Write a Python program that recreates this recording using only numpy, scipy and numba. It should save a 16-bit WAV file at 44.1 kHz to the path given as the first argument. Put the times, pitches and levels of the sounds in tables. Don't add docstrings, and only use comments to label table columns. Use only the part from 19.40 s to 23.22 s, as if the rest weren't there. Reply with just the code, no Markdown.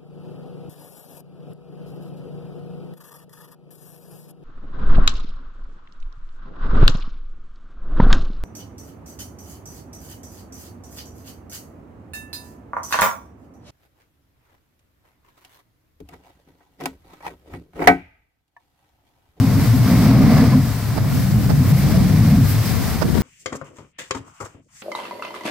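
import sys
import numpy as np
from scipy import signal
from scipy.fft import rfft, irfft
from scipy.io import wavfile
from scipy.ndimage import uniform_filter1d
from numba import njit

SR = 44100
rng = np.random.default_rng(int(sys.argv[2]) if len(sys.argv) > 2 else 0)


def makeup_ratio(level_db):
    decades = np.asarray(level_db, float) / 20
    return 10 ** decades


def master_out(mix):
    frames = np.transpose(np.atleast_2d(mix))
    ceiling = np.clip(frames, -1, 1)
    pcm = np.round(ceiling * 32767).astype(np.int16)
    wavfile.write(sys.argv[1], SR, pcm)


N = 168462


def curve(table, axis=1):
    points = np.array(table)
    return np.interp(np.arange(N) / SR, points[:, 0], points[:, axis])


def unit(x):
    return x / np.sqrt(np.mean(x ** 2))


def walk(per_s):
    hold = max(int(SR / per_s), 1)
    steps = rng.standard_normal(2000)[np.arange(N) // hold % 2000]
    return 1.3 * uniform_filter1d(uniform_filter1d(steps, hold), hold)


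@njit
def svf(x, hz, width, sr):
    y, band, low = np.empty(len(x)), 0., 0.
    for i in range(len(x)):
        g, k = np.tan(np.pi * hz[i] / sr), width / hz[i]
        v = (band + g * (x[i] - low)) / (1 + g * (g + k))
        band = 2 * v - band
        low = low + 2 * g * v
        y[i] = k * v
    return y


def ring(modes):
    slosh_db, slosh_per_s = 2.2, 18
    drift = 1 + 0.035 * walk(3.53)
    out = 0
    for hz, width, db in modes:
        tone = rng.standard_normal(N)
        for _ in range(2):
            tone = svf(tone, hz * drift, 1.49 * width, 1. * SR)
        out = out + makeup_ratio(db + slosh_db * walk(slosh_per_s)) * unit(tone)
    return unit(out)


def rush(colour, shared_db, own_db, alike, source=0):
    treble_alike, alike_hz = -0.35, 4270
    hz, points = np.fft.rfftfreq(N, 1 / SR) + 1, np.array(colour)
    levels = np.interp(np.log(hz), np.log(points[:, 0]), points[:, 1], left=-90, right=points[-1, 1] - 12)
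    like = treble_alike + (np.clip(alike, 0, 1) - treble_alike) / (1 + (hz / alike_hz) ** 2)
    mid, side = rfft(rng.standard_normal((2, N)) + source) * makeup_ratio(levels)
    pair = np.sqrt(1 + like) * mid + np.sqrt(1 - like) * side * np.array([[1], [-1]])
    swell, out = walk(9.31), 0
    for octave in np.arange(4, 15):
        bell = np.cos(np.pi / 2 * np.clip(np.log2(hz) - octave, -1, 1)) ** 2
        out = out + irfft(pair * bell, N) * makeup_ratio(shared_db * swell + own_db * walk(4.44))
    return unit(out)


def cave():
    # start in seconds, level in dB, then the chamber, throat and
    # vent ringing in dB against the cave.
    pressure = [(0.0, -17.5, 0.5, -3, -3.5), (0.2, -17.5, -2.5, -4, -4.5), (0.4, -19.5, 1.5, -5.5, -4),
                (0.55, -15, -2, 0.5, -1.5), (0.8, -17, 4.5, 3.5, 1.5), (1.05, -18, 2, 2.5, -2),
                (1.18, -17.5, 2.5, 1, -2), (1.27, -22.5, 1.5, -9, -12.5), (1.42, -28.5, -3.5, -11.5, -23),
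                (1.65, -25.5, -3, -7, -9.5), (1.83, -22, -3.5, -5.5, -10), (1.92, -18.5, 1, -4, -17),
                (2.1, -18.5, -5, -2, -7), (2.5, -20.5, 3.5, -1, -9.5), (2.95, -16, 1.5, 0, -5),
                (3.08, -22, 1.5, -6, -10.5), (3.5, -32, -1, -5, -12), (3.82, -26, -10, -9, 2.5)]
    # pitch in Hz, width in Hz, level in dB.
    low_modes = [(77, 39, -10), (107.7, 23.2, -4)]
    chamber_modes = [(143.7, 36.7, 0)]
    throat_modes = [(192, 27, 0), (217.7, 25, -1), (308.6, 42, -12.5)]
    vent_modes = [(257.8, 26.8, -1)]
    # time in
    # seconds, peak in dB, pitch in Hz.
    booms_and_gulps = [(0.024, -7, 114.8), (0.036, -8, 262.5), (0.086, -16, 133), (0.184, -14.5, 271),
                       (0.249, -22, 268), (0.323, -8, 117), (0.349, -9.5, 255), (0.4, -34, 253), (0.434, -6, 115),
                       (0.489, -20, 255), (0.525, -10.5, 167), (0.564, -10, 120), (0.619, -14, 260),
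                       (0.624, -6.5, 159), (0.649, -6, 212), (0.713, -7.5, 266), (0.732, -3, 216), (0.747, -7, 126),
                       (0.797, -8.5, 195), (0.838, -9, 238), (0.843, -4, 148), (0.858, -19, 183), (0.914, -8, 226),
                       (0.923, -8, 264), (0.953, -10, 143), (0.982, -18, 195), (1.013, -6.5, 260), (1.013, -4.5, 228),
                       (1.062, -17, 213), (1.131, -10, 204), (1.147, -9.5, 146), (1.162, -5.5, 252),
                       (1.182, -9.5, 183), (1.198, -11, 140), (1.262, -16, 111), (1.902, -14.5, 130),
                       (1.951, -11, 115.5), (1.972, -11.5, 210), (2.03, -14.5, 197), (2.146, -11, 147),
                       (2.207, -9.5, 134), (2.334, -10, 166), (2.344, -4.5, 134.3), (2.399, -20, 190),
                       (2.604, -8, 174), (2.664, -11, 181), (2.794, -6, 168), (2.808, -7, 108), (2.893, -11.5, 160),
                       (2.933, -11, 240), (2.942, -10, 213), (2.988, -14.5, 259), (2.987, -8.5, 166),
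                       (3.008, -10, 226), (3.013, -8, 136.4), (3.038, -10, 104),
                       (.505, -22.5, 680), (.69, -25, 700), (.865, -21, 436), (1.035, -17.5, 460),
             (1.135, -21.5, 1020), (2.55, -25, 657), (2.95, -29, 684), (1.614, -16.5, 117), (1.7, -15, 140),
             (2.215, -13, 249), (3.19, -10, 112)]
    boom_s, boom_hz, shorter = 0.033, 111, 0.57

    air = ring(low_modes)
    for column, modes in enumerate((chamber_modes, throat_modes, vent_modes), 2):
        air = air + makeup_ratio(curve(pressure, column)) * ring(modes)
    out = makeup_ratio(curve(pressure) + 1.0) * air
    t = np.arange(N) / SR
    for at, db, hz in booms_and_gulps:
        near = slice(max(int((at - .15) * SR), 0), int((at + .15) * SR))
        u = t[near] - at
        swell = np.exp(-(u / boom_s * (hz / boom_hz) ** shorter) ** 2)
        out[near] += makeup_ratio(db) * swell * np.cos(2 * np.pi * (hz * u + rng.random()))
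    return out


def wind():
    # start in seconds, level in dB, left minus right in dB.
    strength = [(0, -33, 23), (.2, -16.5, -4.5), (.4, -29, 14), (.65, -20, 7), (1.0, -17.5, 7),
                (1.3, -38.5, 24), (1.58, -24, -4), (1.95, -21.5, 0.5), (2.35, -22.5, -3), (2.6, -14, 1),
                (2.9, -29.5, 13), (3.3, -21, 5.5), (3.5, -23, 9), (3.6, -26.5, -1), (3.65, -19.5, -7),
                (3.74, -22.5, 18.5), (3.82, -18, 7)]
    # frequency in Hz, level in dB.
    wind_colour = [(20, -11), (50, -4.5), (110, 0), (200, -1.5), (350, -18.5), (600, -22), (1200, -68)]
    flutter_colour = [(150, -6), (260, 0), (400, -6), (700, -17), (1200, -30)]
    # time in seconds, signed peak pressure (full scale 1),
    # port (0 left, 1 right), pitch in Hz.
    pops = [(1.5644, .25, 1, 260), (1.5773, .3, 1, 380), (1.5839, .4, 1, 600), (1.5873, -.3, 1, 200),
            (2.0994, .4, 1, 300), (2.1023, -.3, 1, 330), (2.1063, .75, 1, 520), (3.56, .3, 0, 200),
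            (3.6209, -.7, 1, 520), (3.6236, .45, 1, 330), (3.6296, .9, 1, 480), (3.6502, -.7, 1, 190),
            (3.6571, .5, 1, 240), (3.6705, .35, 1, 200), (3.6681, .2, 0, 400), (3.6857, .45, 0, 230),
            (3.6914, .4, 0, 300), (3.7025, .5, 0, 230), (3.708, .45, 0, 190), (3.7312, .5, 0, 170),
            (3.735, -.4, 0, 170), (3.7423, .3, 0, 200), (3.7504, .4, 0, 270), (3.7549, .55, 0, 400),
            (3.7563, -.45, 0, 380), (3.772, -.5, 0, 330), (3.7797, -.4, 0, 480), (3.7816, .45, 0, 300),
            (3.7887, -.4, 0, 170), (3.8072, .85, 1, 240)]
    gust_db, gust_per_s, flutter_db, flutter_steep = 2.6, 34, -14, 1.4
    pop_cycles, rasp_db, rasp_s = 0.8, -19, 0.009

    gusts = makeup_ratio(gust_db * np.array([walk(gust_per_s), walk(gust_per_s)]))
    buffeting = unit(rush(wind_colour, 0.15, 1.0, 0.018) * gusts)
    flutter = makeup_ratio(flutter_db) * unit(rush(flutter_colour, 0.97, 0.4, 0.028) * gusts ** flutter_steep)
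    side = np.array([[.5], [-.5]]) * curve(strength, axis=2)
    out = (buffeting + flutter) * makeup_ratio(curve(strength) + side)
    t = np.arange(N) / SR
    rasp = unit(svf(rng.standard_normal(N), np.full(N, 780.), 530.0, 1. * SR))
    for at, size, port, hz in pops:
        u = (t - at) * hz
        pop = np.exp(-np.abs(2 * u / pop_cycles) ** 1.2) * np.cos(2 * np.pi * u)
        rasp_level = makeup_ratio(rasp_db) * np.sign(size) * (hz / 480) ** 2
        out[int(port)] += size * (pop + rasp_level * rasp * np.exp(-((t - at) / rasp_s) ** 2))
    return out


def jet():
    # start in seconds, flow level in dB.
    flow = [(0, -29), (.4, -32.5), (.52, -26.5), (.68, -23.5), (.78, -26), (.97, -22), (1.16, -27.5),
            (1.24, -38), (1.9, -37), (2.2, -35.5), (2.3, -30.5), (2.36, -31), (2.55, -28.5), (2.68, -31),
            (2.9, -29), (3.02, -33.5), (3.3, -33.5), (3.82, -39.5)]
    # frequency in Hz, level in dB.
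    roar_colour = [(250, -12), (450, -4.5), (560, -1), (700, 0), (850, -5.5), (1020, -3), (1500, -8.5),
                   (2300, -9)]
    hiss_colour = [(1400, -6), (2300, 10), (3200, 4.5), (4800, 0.5), (6200, -3), (8000, -46)]
    # pitch in Hz, width in Hz, level in dB.
    gurgle_modes = [(453, 88, 0), (703, 137, 0.5), (1062, 136, -4.5)]
    hiss_db, gurgle_db = -5.5, -5

    roar = rush(roar_colour, 1.1, 1.0, 0.99)
    hiss = makeup_ratio(hiss_db) * rush(hiss_colour, 0.46, 0.37, 0.96)
    gurgle = makeup_ratio(gurgle_db) * ring(gurgle_modes)
    return makeup_ratio(curve(flow) + 0.5) * (roar + hiss + gurgle)


def spray():
    # start in seconds, level of the falling spray in dB.
    falling = [(0, -37), (.12, -38.5), (.35, -35.5), (.68, -34), (.76, -50), (.95, -51), (1.17, -40),
               (1.26, -39.5), (1.62, -41), (2.0, -37), (2.4, -36), (2.65, -36.5), (2.87, -35.5),
               (3.0, -38.5), (3.06, -33.5), (3.5, -35.5), (3.62, -40.5), (3.82, -37.5)]
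    # frequency in Hz, level in dB.
    spray_colour = [(700, 0.5), (2000, 4), (3000, 2.5), (4800, -3), (7000, -2), (10000, -1.5), (13000, 0),
                    (16000, -2.5)]
    # time in seconds, level in dB, length in seconds.
    sheets = [
        (.37, -35, .03),
        (2.29, -32, .025),
        (2.385, -32, 0.025),
        (3.093, -35, 0.015),
        (3.115, -29, .024),
    ]
    drops_per_s, drop_spread_db, drops_db = 4000, 2.5, -13
    sheet_hz, sheet_width_hz = 12700., 7100.

    lands = rng.random((2, N)) < drops_per_s / SR
    sizes = makeup_ratio(-drop_spread_db * np.log(rng.random((2, N)) + 1e-9))
    drops = makeup_ratio(drops_db) * unit(lands * sizes * rng.choice([-1, 1], (2, N)))
    hiss = makeup_ratio(curve(falling) + 6.5) * rush(spray_colour, 1.1, 0.37, 0.94, drops)
    t = np.arange(N) / SR
    slaps = sum(makeup_ratio(db) * np.exp(-((t - at) / length) ** 2) for at, db, length in sheets)
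    noise = rng.standard_normal((2, N))
    fizz = np.array([unit(svf(n, np.full(N, sheet_hz), sheet_width_hz, 1. * SR)) for n in noise])
    return hiss + slaps * fizz


def surf():
    # frequency in Hz, level in dB.
    surf_colour = [(40, -35), (120, -6), (300, 6.5), (700, -10), (1500, -1.5), (2500, -25), (5000, -23),
                   (9000, -39)]
    return makeup_ratio(-43.5) * rush(surf_colour, 0.19, 0.8, 0.8)


def scene():
    return cave() + wind() + jet() + spray() + surf()


def shape(x, gain):
    wide = np.pad(x, ((0, 0), (2048, 2048)), "reflect")
    n = wide.shape[1]
    return irfft(rfft(wide) * gain(np.fft.rfftfreq(n, 1 / SR)), n)[:, 2048:-2048]


def microphone_ports(x):
    # frequency in Hz, width in Hz, level in dB.
    left_port = [(10260, 1630, -5), (14500, 3300, 3), (2760, 810, -2.5), (102, 82, 2.5)]
    right_port = [(11000, 580, -5.5), (3000, 740, -8.5), (5000, 660, 5.5), (7000, 380, -5),
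                  (14000, 900, -5), (9800, 2000, -0.5)]
    lag_s, lag_top_hz = 0.000045, 4000

    def colour(port, hz):
        return makeup_ratio(sum(db * np.exp(-((hz - f) / width) ** 2) for f, width, db in port))

    def both(hz):
        lag = lag_s * np.exp(-(hz / lag_top_hz) ** 2)
        return np.array([colour(left_port, hz) * np.exp(-2j * np.pi * hz * lag), colour(right_port, hz)])

    return shape(x, both)


@njit
def follow(x, up, down):
    e, y = .1, np.empty(len(x))
    for i in range(len(x)):
        e += (x[i] - e) * (up if x[i] > e else down)
        y[i] = e
    return y


def gain_control(x):
    top_db, ratio, attack_s, release_s = -14, 1.415, 0.0013, 0.038
    loudness = follow(np.abs(x).max(0), 1 / (attack_s * SR), 1 / (release_s * SR))
    return x * np.minimum(makeup_ratio(top_db) / loudness, 1) ** (1 - 1 / ratio)


def band_limit(x):
    return signal.sosfilt(signal.butter(12, 16950, fs=SR, output="sos"), x)


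def record(dry):
    top_hz = 15790
    x = gain_control(microphone_ports(dry))
    mix = shape(np.tanh(x), lambda hz: hz < top_hz)
    return band_limit(mix)


dry = scene()
out = record(dry)
master_out(out)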